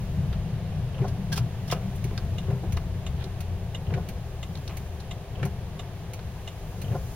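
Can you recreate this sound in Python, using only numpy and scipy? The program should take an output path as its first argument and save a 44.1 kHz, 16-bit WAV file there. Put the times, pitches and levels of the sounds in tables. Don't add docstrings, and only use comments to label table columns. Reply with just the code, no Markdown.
import sys
import numpy as np
from scipy import signal
from scipy.fft import rfft, irfft, next_fast_len
from scipy.io import wavfile
from scipy.ndimage import map_coordinates

SR = 44100
rng = np.random.default_rng(int(sys.argv[2]) if len(sys.argv) > 2 else 0)


def generate_wav(signal):
    frames = np.transpose(np.atleast_2d(signal))
    scaled = np.clip(frames, -1, 1) * 32767
    pcm = np.round(scaled).astype(np.int16)
    wavfile.write(sys.argv[1], SR, pcm)


N = 315315
TIME = np.arange(N) / SR
AGE = np.arange(SR // 4) / SR
MID_ONLY = np.array([[1], [0]])
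HALVES = np.array([[.5], [-.5]])
TILT_PIVOT_HZ = 3300


def amp(db):
    return 10 ** (np.asarray(db) / 20)


def unit(x):
    return x / np.sqrt(np.mean(x ** 2) + 1e-20)


def along(points, hz):
    f, v = np.transpose(points)
    return np.interp(np.log(hz + 1), np.log(f + 1), v)


def curves(rows):
    s, *cols = np.transpose(rows)
    return [np.interp(TIME, s, c) for c in cols]


def wobble(rate):
    knots = rng.standard_normal(int(N * rate / SR) + 4)
    return map_coordinates(knots, [TIME * rate])


def filtered(x, response):
    n = x.shape[-1]
    m = next_fast_len(n + SR // 8)
    return irfft(rfft(x, m) * response(np.fft.rfftfreq(m, 1 / SR)), m)[..., :n]


def noise(spectrum, size=N):
    white = rng.standard_normal((2, size))
    return unit(filtered(white, lambda hz: amp(along(spectrum, hz))))


def tone(hz, drift):
    cycles = np.cumsum(hz * (1 + drift)) / SR
    return unit(np.sin(2 * np.pi * (cycles + rng.random())))


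def fade(t60, attack):
    return (1 - np.exp(-AGE / attack)) * amp(-60 * AGE / t60)


def swell(s, rise_s, t60):
    t = TIME - s
    rise = np.exp(-(np.minimum(t, 0) / rise_s) ** 2)
    return rise * amp(-60 * np.maximum(t, 0) / t60)


def burst(spectrum, t60, attack):
    envelope = fade(t60, attack)
    blow = noise(spectrum, size=len(AGE)) * envelope
    return blow * np.linalg.norm(envelope) / np.linalg.norm(blow, axis=1, keepdims=True)


def ring(modes, attack):
    strengths = amp(2 * rng.standard_normal((len(modes), 2, 1)))
    phases = rng.uniform(0, 2 * np.pi, (len(modes), 1, 1)) * np.array([[0], [1]])
    total = 0
    for (hz, db, t60), strength, phase in zip(modes, strengths, phases):
        total = total + strength * amp(db) * np.sin(2 * np.pi * hz * AGE + phase) * fade(t60, attack)
    return total


def tilted(rows, slope_db):
    return [(hz, db + slope_db * np.log2(hz / TILT_PIVOT_HZ), *rest) for hz, db, *rest in rows]


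def add(track, s, sound):
    part = track[:, max(round(s * SR), 0):][:, :sound.shape[1]]
    part += sound[:, :part.shape[1]]


# (time [s], speed [share of the fastest])
SPEED = [(0, 1), (.8, 1), (2.3, 0.92), (3.6, 0.51), (5.2, 0.41), (6.5, 0.31), (7.15, 0.45)]


def with_speed(full_db, doubling_db):
    speed, = curves(SPEED)
    return full_db + doubling_db * np.log2(np.maximum(speed, 1e-2))


# (frequency [Hz], relative level [dB/Hz])
HEATER = [(500, -41), (1100, 6), (1350, 1.5), (1650, 5), (2050, 2), (2500, 1.5), (2950, 1.5), (3800, -2.5),
          (5000, -8), (7000, -14), (9000, -13.5), (16000, -24)]
# (frequency [Hz], relative level [dB/Hz])
FIZZ = [(3000, -6.5), (6500, 1), (9000, -2.5), (12000, -0.5), (16000, 0)]
# (time [s], level [dB])
FIZZ_LEVEL = [(0, -60), (.7, -66.5), (1.2, -63), (1.9, -61), (2.6, -62), (3.0, -63), (4.2, -63),
              (4.75, -60), (5.2, -64), (5.9, -64), (6.5, -60.5), (7.1, -55.5)]


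def heater():
    fizz_db, = curves(FIZZ_LEVEL)
    hiss_db = with_speed(full_db=-53.5, doubling_db=1)
    hiss = amp(hiss_db + 0.38 * wobble(3.23)) * noise(HEATER)
    fizz = amp(fizz_db + 0.19 * wobble(6.0)) * noise(FIZZ)
    return hiss + fizz


# (time [s], drone pitch [Hz], drone level [dB])
ENGINE = [(0, 85.8, -48), (.7, 89.1, -40.5), (1.3, 91, -43), (2.1, 89.73, -37), (2.5, 90.24, -34),
          (2.9, 88.5, -34.5), (3.2, 86, -36), (3.6, 91.2, -32), (4.0, 87, -42.5), (4.7, 73.85, -43),
          (5.9, 75, -48.5)]
# (multiple of the drone pitch, relative level [dB])
ENGINE_ORDERS = [(1, -4.5), (2, -18)]
# (frequency [Hz], level [dB])
IDLE = [(101, -45.5), (152, -50)]
IDLE_FROM_S, IDLE_RISE_S = 5, 0.35


def engine():
    hz, drone_db = curves(ENGINE)
    phase = 2 * np.pi * np.cumsum(hz * (1 + 0.02214 * wobble(18))) / SR
    drone = sum(amp(db + 2.5 * wobble(10)) * np.sin(k * phase) for k, db in ENGINE_ORDERS)
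    hum = sum(amp(db) * tone(idle_hz, .015 * wobble(8)) for idle_hz, db in IDLE)
    hum_gain = np.clip((TIME - IDLE_FROM_S) / IDLE_RISE_S, 0, 1)
    return (amp(drone_db) * unit(drone) + hum_gain * hum) * MID_ONLY


# (time [s], suspension rumble level [dB])
LUMPS = [(0, -32.5), (.8, -38.5), (1.1, -48), (2.0, -41.5), (2.8, -35), (3.3, -38.5), (3.8, -38),
         (4.5, -40), (5.9, -43.5), (6.3, -42.5), (7.1, -41)]
# (frequency [Hz], relative level [dB/Hz])
RUMBLE = [(12, -43), (25, -9), (36, -1), (52, -2), (70, 0), (100, -8.5), (200, -61), (600, -120)]
# (frequency [Hz], relative level [dB/Hz])
BOOM = [(45, -6.5), (78, 0.5), (98, 3.5), (125, -1.5), (160, -1.5), (190, -5.5), (220, -14.5), (280, -20.5),
        (400, -33), (900, -59), (2500, -120)]
# (frequency [Hz], relative level [dB/Hz])
WASH = [(200, -2), (300, -4.5), (345, -1.5), (385, 6.5), (430, -1), (490, 2.5), (560, -1.5), (680, 2),
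        (830, -3.5), (1000, -7.5), (1300, -17.5), (2500, -36), (6000, -66)]


def tyres():
    rumble_db, = curves(LUMPS)
    rumble = amp(rumble_db + 2.9 * wobble(13)) * noise(RUMBLE)
    boom_db = with_speed(full_db=-33, doubling_db=4.6)
    boom = amp(boom_db + 1.57 * wobble(9.9)) * noise(BOOM)
    wash = amp(with_speed(full_db=-45.5, doubling_db=0.75)) * noise(WASH)
    return rumble + boom + wash


# (frequency [Hz], level at full speed [dB], gain per doubling of speed [dB])
BOOMS = [(121.6, -36, 6.5), (153.6, -38, 9), (185.2, -42.5, 9)]
BOOM_DRIFT, BOOM_SURGE_DB = .045, 4


def booms():
    out = np.zeros(N)
    for hz, full_db, doubling_db in BOOMS:
        note = tone(hz, BOOM_DRIFT * (wobble(3) + 0.708 * wobble(25)))
        surging = unit(amp(BOOM_SURGE_DB * wobble(17)) * note)
        out += amp(with_speed(full_db, doubling_db)) * surging
    return out * MID_ONLY


# (time [s], low jolt level [dB], clunk level [dB])
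RUTS = [(2.048, -38, -31.5), (2.111, -25, -32), (2.634, -42, -27.5), (2.765, -17, -35), (3.238, -47, -34.5),
        (4.689, -46, -37)]
# (frequency [Hz], level relative to the jolt [dB], t60 [s])
SUSPENSION = [(42.3, -4, 0.11), (67, -4, 0.13)]
# (frequency [Hz], relative level [dB/Hz])
CLUNK = [(100, -46), (380, 15), (550, 0), (800, 2), (1100, -14), (3000, -46), (9000, -53)]
# (frequency [Hz], relative level [dB/Hz])
SLUSH = [(300, -12), (800, 3), (1800, 2), (3800, 0), (5000, -14), (16000, -38)]
SLUSH_S, SLUSH_DB, SLUSH_RISE_S = 3.228, -48.5, .045


def ruts():
    spray = swell(SLUSH_S, SLUSH_RISE_S, t60=.08) * amp(2.5 * wobble(200))
    out = amp(SLUSH_DB) * spray * noise(SLUSH)
    for s, jolt_db, clunk_db in RUTS:
        jolt = amp(jolt_db) * ring(SUSPENSION, attack=0.0051)
        clunk = amp(clunk_db) * burst(CLUNK, t60=0.087, attack=0.0044)
        add(out, s, jolt + clunk)
    return out


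# (frequency [Hz], relative level [dB/Hz])
BRUSH = [(3000, -23), (6500, -7), (9000, -2), (16000, -2)]


def brush():
    return amp(-52) * swell(1.962, rise_s=.008, t60=0.072) * noise(BRUSH)


CRACK_RISE_S = .001
# (time [s], level [dB], t60 [s], pitch of the part [Hz], tilt [dB per octave])
SNAPS = [(0.327, -43, 0.073, 3250, -6), (2.177, -28, 0.022, 4770, 0), (2.769, -34.5, 0.027, 3900, 2),
         (3.24, -40.5, 0.035, 4400, 4), (4.553, -39, 0.029, 4000, 2), (4.573, -44, .028, 4100, 3),
         (4.677, -36.5, 0.032, 4500, 3), (4.693, -51, .08, 3900, 0), (5.001, -44, 0.043, 4100, 4),
         (6.191, -41, 0.034, 3480, -5)]
# (frequency [Hz], relative level [dB/Hz])
PANEL = [(500, -32), (1400, 7.5), (2100, 5), (3000, 5), (3900, 9.5), (4900, 2), (5800, 0), (7200, -16),
         (10000, -15), (16000, -23)]
PART_DB, PART_SHARE = -4, 0.59


def snaps():
    out = np.zeros((2, N))
    for s, db, t60, pitch_hz, tilt_db in SNAPS:
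        crack = burst(tilted(PANEL, tilt_db), t60, CRACK_RISE_S)
        note = ring([(pitch_hz, PART_DB, PART_SHARE * t60)], CRACK_RISE_S)
        add(out, s, amp(db) * (crack + note))
    return out


# (time [s], level [dB], t60 [s])
KNOCKS = [(.327, -45.5, 0.13), (1.375, -30.5, 0.06), (1.713, -37, .04), (1.724, -23.5, 0.047),
          (1.747, -40.5, 0.14), (2.109, -42, .031), (2.178, -38, 0.051), (2.771, -30.5, 0.038),
          (4.693, -44, 0.28)]
# (frequency [Hz], relative level [dB/Hz])
HOLLOW = [(60, -8), (120, -16), (280, -8), (390, 13), (520, -1), (750, 10), (930, -5), (1150, 3),
          (1400, -2), (1850, -4), (2800, -1), (4200, -22), (7000, -36), (16000, -24)]
# (frequency [Hz], relative level [dB], t60 [s])
COLUMN = [(383, -5, 0.11), (473, 2, 0.073), (780, -5, 0.08), (1015, 2, 0.071)]
COLUMN_DB = -15.5


def knocks():
    out = np.zeros((2, N))
    for s, db, t60 in KNOCKS:
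        knock = burst(HOLLOW, t60, CRACK_RISE_S)
        add(out, s, amp(db) * (knock + amp(COLUMN_DB) * ring(COLUMN, CRACK_RISE_S)))
    return out


# (time [s], level [dB], t60 [s], ring relative to the crack [dB], tilt of the ring [dB per octave])
FLICKS = [(1.078, -44, 0.076, -14, 5), (1.319, -38, .05, -5, -4), (1.325, -29, 0.075, -5.5, -3.5),
          (1.357, -37.5, 0.079, -17, -2), (1.364, -36, 0.063, -18, 9), (1.374, -29.5, 0.06, -11.5, 3),
          (1.675, -45.5, 0.16, -18, 1), (1.712, -27.5, 0.067, -13.5, -1), (1.72, -31, 0.045, -15, 5)]
# (frequency [Hz], relative level [dB/Hz])
PLASTIC = [(400, -6), (1250, -2.5), (1650, 3), (2150, -3), (3300, 3), (3950, -1), (5400, 2.5), (6300, -8),
           (7200, -8.5), (10000, -9.5), (16000, -10)]
# (frequency [Hz], relative level [dB], t60 [s])
STALK = [(1616, 1.5, 0.067), (3000, -6, 0.06), (3270, 2.5, 0.052), (4170, -5, .05), (5220, -2, 0.047),
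         (5640, -5, 0.049), (6380, -13, .06)]


def flicks():
    out = np.zeros((2, N))
    for s, db, t60, ring_db, tilt_db in FLICKS:
        crack = burst(PLASTIC, t60, attack=0.0023)
        stalk = ring(tilted(STALK, tilt_db), CRACK_RISE_S)
        add(out, s, amp(db) * (crack + amp(ring_db) * stalk))
    return out


def trim():
    chatter = amp(1.6 * wobble(700))
    return (brush() + snaps() + knocks() + flicks()) * chatter


# (time [s], judder level [dB], build-up of the judder [s], linkage tick level [dB],
# blade slap level [dB], delay of the rubber's flip [s], flip level [dB])
TURNS = [(1.017, -33.5, 0.061, -44, -45, 0.032, -32.5), (2.504, -36, 0.086, -51, -45, 0.00706, -41),
         (3.939, -32, 0.056, -46, -34.5, 0.042, -36.5), (5.429, -34.5, 0.082, -45.5, -31.5, 0.033, -40.5),
         (6.917, -34.5, 0.1, -44.5, -46, 0.039, -34)]
# (lead [s], tick relative to the turn's tick [dB], jerk relative to the judder [dB])
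PLAY = [(.073, -1.5, -15), (0.036, -3.5, -4)]
# (frequency [Hz], relative level [dB/Hz])
JOINT = [(1500, -49), (2700, 6), (3100, 7), (3500, -8), (4500, -33), (12000, -49)]
# (frequency [Hz], relative level [dB/Hz])
JUDDER = [(50, -11), (110, 12.5), (160, 13.5), (195, 12), (260, -5.5), (390, 3), (520, 1.5), (750, -5.5),
          (1200, -15.5), (2200, -22), (3000, -26), (5000, -41), (12000, -55)]
# (frequency [Hz], relative level [dB/Hz])
SLAP = [(400, -1.5), (1000, -8), (1550, 3.5), (2000, -0.5), (2700, -3), (3500, -14), (4200, -14.5),
        (6000, -21), (14000, -34)]
# (frequency [Hz], relative level [dB/Hz])
RUBBER = [(120, -1), (280, -11), (400, 11), (750, 8), (1050, 3), (1400, -5), (1800, -7), (2500, -20),
          (6000, -20), (12000, -65)]
# (frequency [Hz], relative level [dB])
BLADE = [(390, 1.5), (530, 1), (690, -0.5), (830, -5.5), (1040, -4.5), (1430, -8.5)]
# (frequency [Hz], relative level [dB], t60 [s])
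ARMS = [(383, -9, 0.19), (503, -7, 0.2), (733, 11, .059)]
JUDDER_LAG_S, JUDDER_FADE_S = 0.0046, 0.071
FLIP_RISE_S, FLIP_T60_S = 0.011, .11
ARMS_DB, SCUFF_DB = -6, -5.5
BLADE_WANDER = 0.0295


def wipers():
    out, drag, flip = np.zeros((2, N)), np.zeros(N), np.zeros(N)
    for s, judder_db, build_s, tick_db, slap_db, flip_s, flip_db in TURNS:
        t = TIME - s - JUDDER_LAG_S
        drag += amp(judder_db) * np.exp(-np.abs(t) / np.where(t < 0, build_s, JUDDER_FADE_S))
        for lead_s, play_db, jerk_db in PLAY:
            tick = amp(tick_db + play_db) * burst(JOINT, t60=0.068, attack=0.00078)
            jerk = amp(judder_db + jerk_db) * burst(RUBBER, t60=0.07, attack=0.0055)
            add(out, s - lead_s, tick + jerk)
        add(out, s, amp(slap_db) * burst(SLAP, t60=0.077, attack=0.00038))
        flip += amp(flip_db) * swell(s + flip_s, FLIP_RISE_S, FLIP_T60_S)
        add(out, s + flip_s, amp(flip_db + ARMS_DB) * ring(ARMS, attack=0.0016))
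    notes = sum(amp(db) * tone(hz, BLADE_WANDER * wobble(90)) for hz, db in BLADE)
    judder = amp(1.5 * wobble(70)) * noise(JUDDER)
    scuff = amp(SCUFF_DB) * noise(RUBBER)
    return out + drag * judder + flip * (unit(notes) * MID_ONLY + scuff)


# (time [s], level [dB], pitch [Hz], ring of the cowl relative to the thump [dB])
THUMPS = [(1.016, -14.5, 129.4, -2.5), (2.481, -22, 102, -1), (2.534, -23, 132, -3), (3.889, -20, 107, -3),
          (3.921, -20, 96, -5), (3.945, -18.5, 126.8, -4), (5.43, -20.5, 116, -2),
          (5.451, -19, 143.4, -4.5), (6.894, -27, 112, -1), (6.92, -18, 109, -7)]
# (frequency [Hz], relative level [dB], t60 [s])
COWL = [(158.4, -15.5, 0.53), (189, -9.5, 0.22), (393.3, -12, 0.23)]
THUMP_RISE_S, THUMP_T60_S = 0.011, 0.11


def thumps():
    out = np.zeros((2, N))
    for s, db, hz, ring_db in THUMPS:
        cycles = np.sin(2 * np.pi * hz * (TIME - s))
        out[0] += amp(db) * swell(s, THUMP_RISE_S, THUMP_T60_S) * cycles
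        add(out, s, amp(db + ring_db) * ring(COWL, attack=0.004))
    return out


# (time [s], clack peak level [dB], delay of the low thud [s], thud level [dB], thud pitch [Hz])
STOPS = [(1.368, -31, 0.036, -20.5, 120), (1.7129, -20.5, 0.017, -23, 149.4)]
# (frequency [Hz], relative level [dB/Hz])
STOP = [(120, -14), (300, -6), (480, 3.5), (1050, 3.5), (1600, -10), (2400, -13.5), (3400, -24),
        (4200, -19), (6000, -18), (9000, -37)]
BEND_LAG_S, BEND_HZ = .017, 2987
STOP_RISE_S, STOP_T60_S = 0.01, 0.24


def end_stops():
    out = np.zeros((2, N))
    hz = np.fft.rfftfreq(len(AGE), 1 / SR)
    lag = BEND_LAG_S * np.exp(-hz / BEND_HZ)
    delay = np.exp(-2j * np.pi * np.cumsum(lag) * hz[1])
    clack = irfft(amp(along(STOP, hz)) * delay, len(AGE))[:len(AGE) // 2]
    clack = clack / np.abs(clack).max() * np.array([[1], [.5]])
    for s, db, thud_s, thud_db, thud_hz in STOPS:
        add(out, s, amp(db) * clack)
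        thud = swell(s + thud_s, STOP_RISE_S, STOP_T60_S) * np.sin(2 * np.pi * thud_hz * (TIME - s))
        out[0] += amp(thud_db) * thud
    return out


# (frequency [Hz], relative level [dB/Hz])
CASE = [(700, 4), (1400, -0.5), (2300, 0), (2900, 8.5), (3800, 10), (4600, -8), (5400, -4), (6100, -11),
        (7300, -0.5), (8500, -13), (11500, -14), (16000, -24)]
# (frequency [Hz], relative level [dB], t60 [s])
RELAY = [(663, -7, 0.11), (1178, -12.5, 0.079), (2076, -7.5, 0.056), (2876, 6, 0.027), (3624, -5, 0.031),
         (6170, -9.5, 0.019)]
# (frequency [Hz], relative level [dB/Hz])
REBOUND = [(1500, -16), (2800, -1), (3650, 5), (4200, -15), (5000, -20), (7000, -12), (9000, -23),
           (16000, -32)]
# (frequency [Hz], relative level [dB/Hz])
TOCK = [(700, -6.5), (1500, -8), (2300, 4.5), (3000, 0), (3600, -8), (4300, -1), (5200, -11.5),
        (6100, -3.5), (7200, -16), (9700, -8.5), (13800, -9), (16000, -8.5)]
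BLINK_START_S, BLINK_PERIOD_S = 1.699, .6822
REBOUND_S, RELEASE_S = 0.0083, .3405
CASE_DB, CONTACT_DB, REBOUND_DB, TOCK_DB = -37.5, -35.5, -41.5, -38


def indicator():
    out = np.zeros((2, N))
    for s in np.arange(BLINK_START_S, N / SR, BLINK_PERIOD_S):
        add(out, s - .001, amp(CASE_DB) * burst(CASE, t60=.06, attack=.003))
        add(out, s + .002, amp(CONTACT_DB) * ring(RELAY, attack=.001))
        add(out, s + REBOUND_S, amp(REBOUND_DB) * burst(REBOUND, t60=.03, attack=.001))
        add(out, s + RELEASE_S, amp(TOCK_DB) * burst(TOCK, t60=.065, attack=.002))
    return out


# (frequency [Hz], t60 [s])
CABIN = [(200, 0.52), (2000, 0.09), (12000, 0.087)]


def cabin(x):
    hz, t, z = signal.stft(rng.standard_normal((2, SR // 4)), SR, nperseg=256)
    decay = amp(-60 * t / along(CABIN, hz)[:, None])
    tail = signal.istft(z * decay, SR, nperseg=256)[1]
    return signal.fftconvolve(x, tail / np.linalg.norm(tail[0]), axes=1)[:, :N]


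# (frequency [Hz], gain on the side signal [dB])
WIDTH = [(100, -23), (300, -15.5), (700, -14), (1400, -6.5), (3000, -2.5), (6000, 3.5), (10000, 4.5),
         (15000, 3)]
# (frequency [Hz], left minus right [dB])
LEAN = [(110, 3), (260, 2), (550, 1), (1200, 0.1), (2300, -1.5), (4400, 0), (8000, 0.5), (14000, -0.5)]
LEFT_LEADS_S, LEAD_BELOW_HZ = 6e-5, 1500


def microphones(pair):
    mid, side = filtered(pair, lambda hz: np.array([np.ones_like(hz), amp(along(WIDTH, hz))]))

    def port(hz):
        lead_s = HALVES * LEFT_LEADS_S * np.exp(-hz / LEAD_BELOW_HZ)
        return amp(HALVES * along(LEAN, hz)) * np.exp(2j * np.pi * hz * lead_s)
    return filtered(np.array([mid + side, mid - side]), port)


# (frequency [Hz], added side level [dB])
CLICK_WIDTH = [(1200, -5), (4200, -1.5), (8000, 4)]
# (frequency [Hz], left minus right [dB])
CLICK_LEAN = [(1000, 0.5), (2200, 0), (4200, -1.5), (8000, -4), (14000, 1.5)]


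def scene():
    road = heater() + engine() + tyres() + booms() + ruts()
    car = microphones(road + wipers() + thumps() + end_stops())
    side_only = np.array([[0], [1]])
    clicks = filtered(trim() + indicator(), lambda hz: amp(side_only * along(CLICK_WIDTH, hz)))
    clicks = microphones(clicks + amp(-7.5) * cabin(clicks))
    return car + filtered(clicks, lambda hz: amp(HALVES * along(CLICK_LEAN, hz)))


TOP_HZ = 15900


def record(dry):
    def response(hz):
        dip = amp(-8 * np.exp(-((hz - 7850) / 420) ** 2))
        return dip * (hz < TOP_HZ)
    return filtered(dry, response)


dry = scene()
out = record(dry)
generate_wav(out)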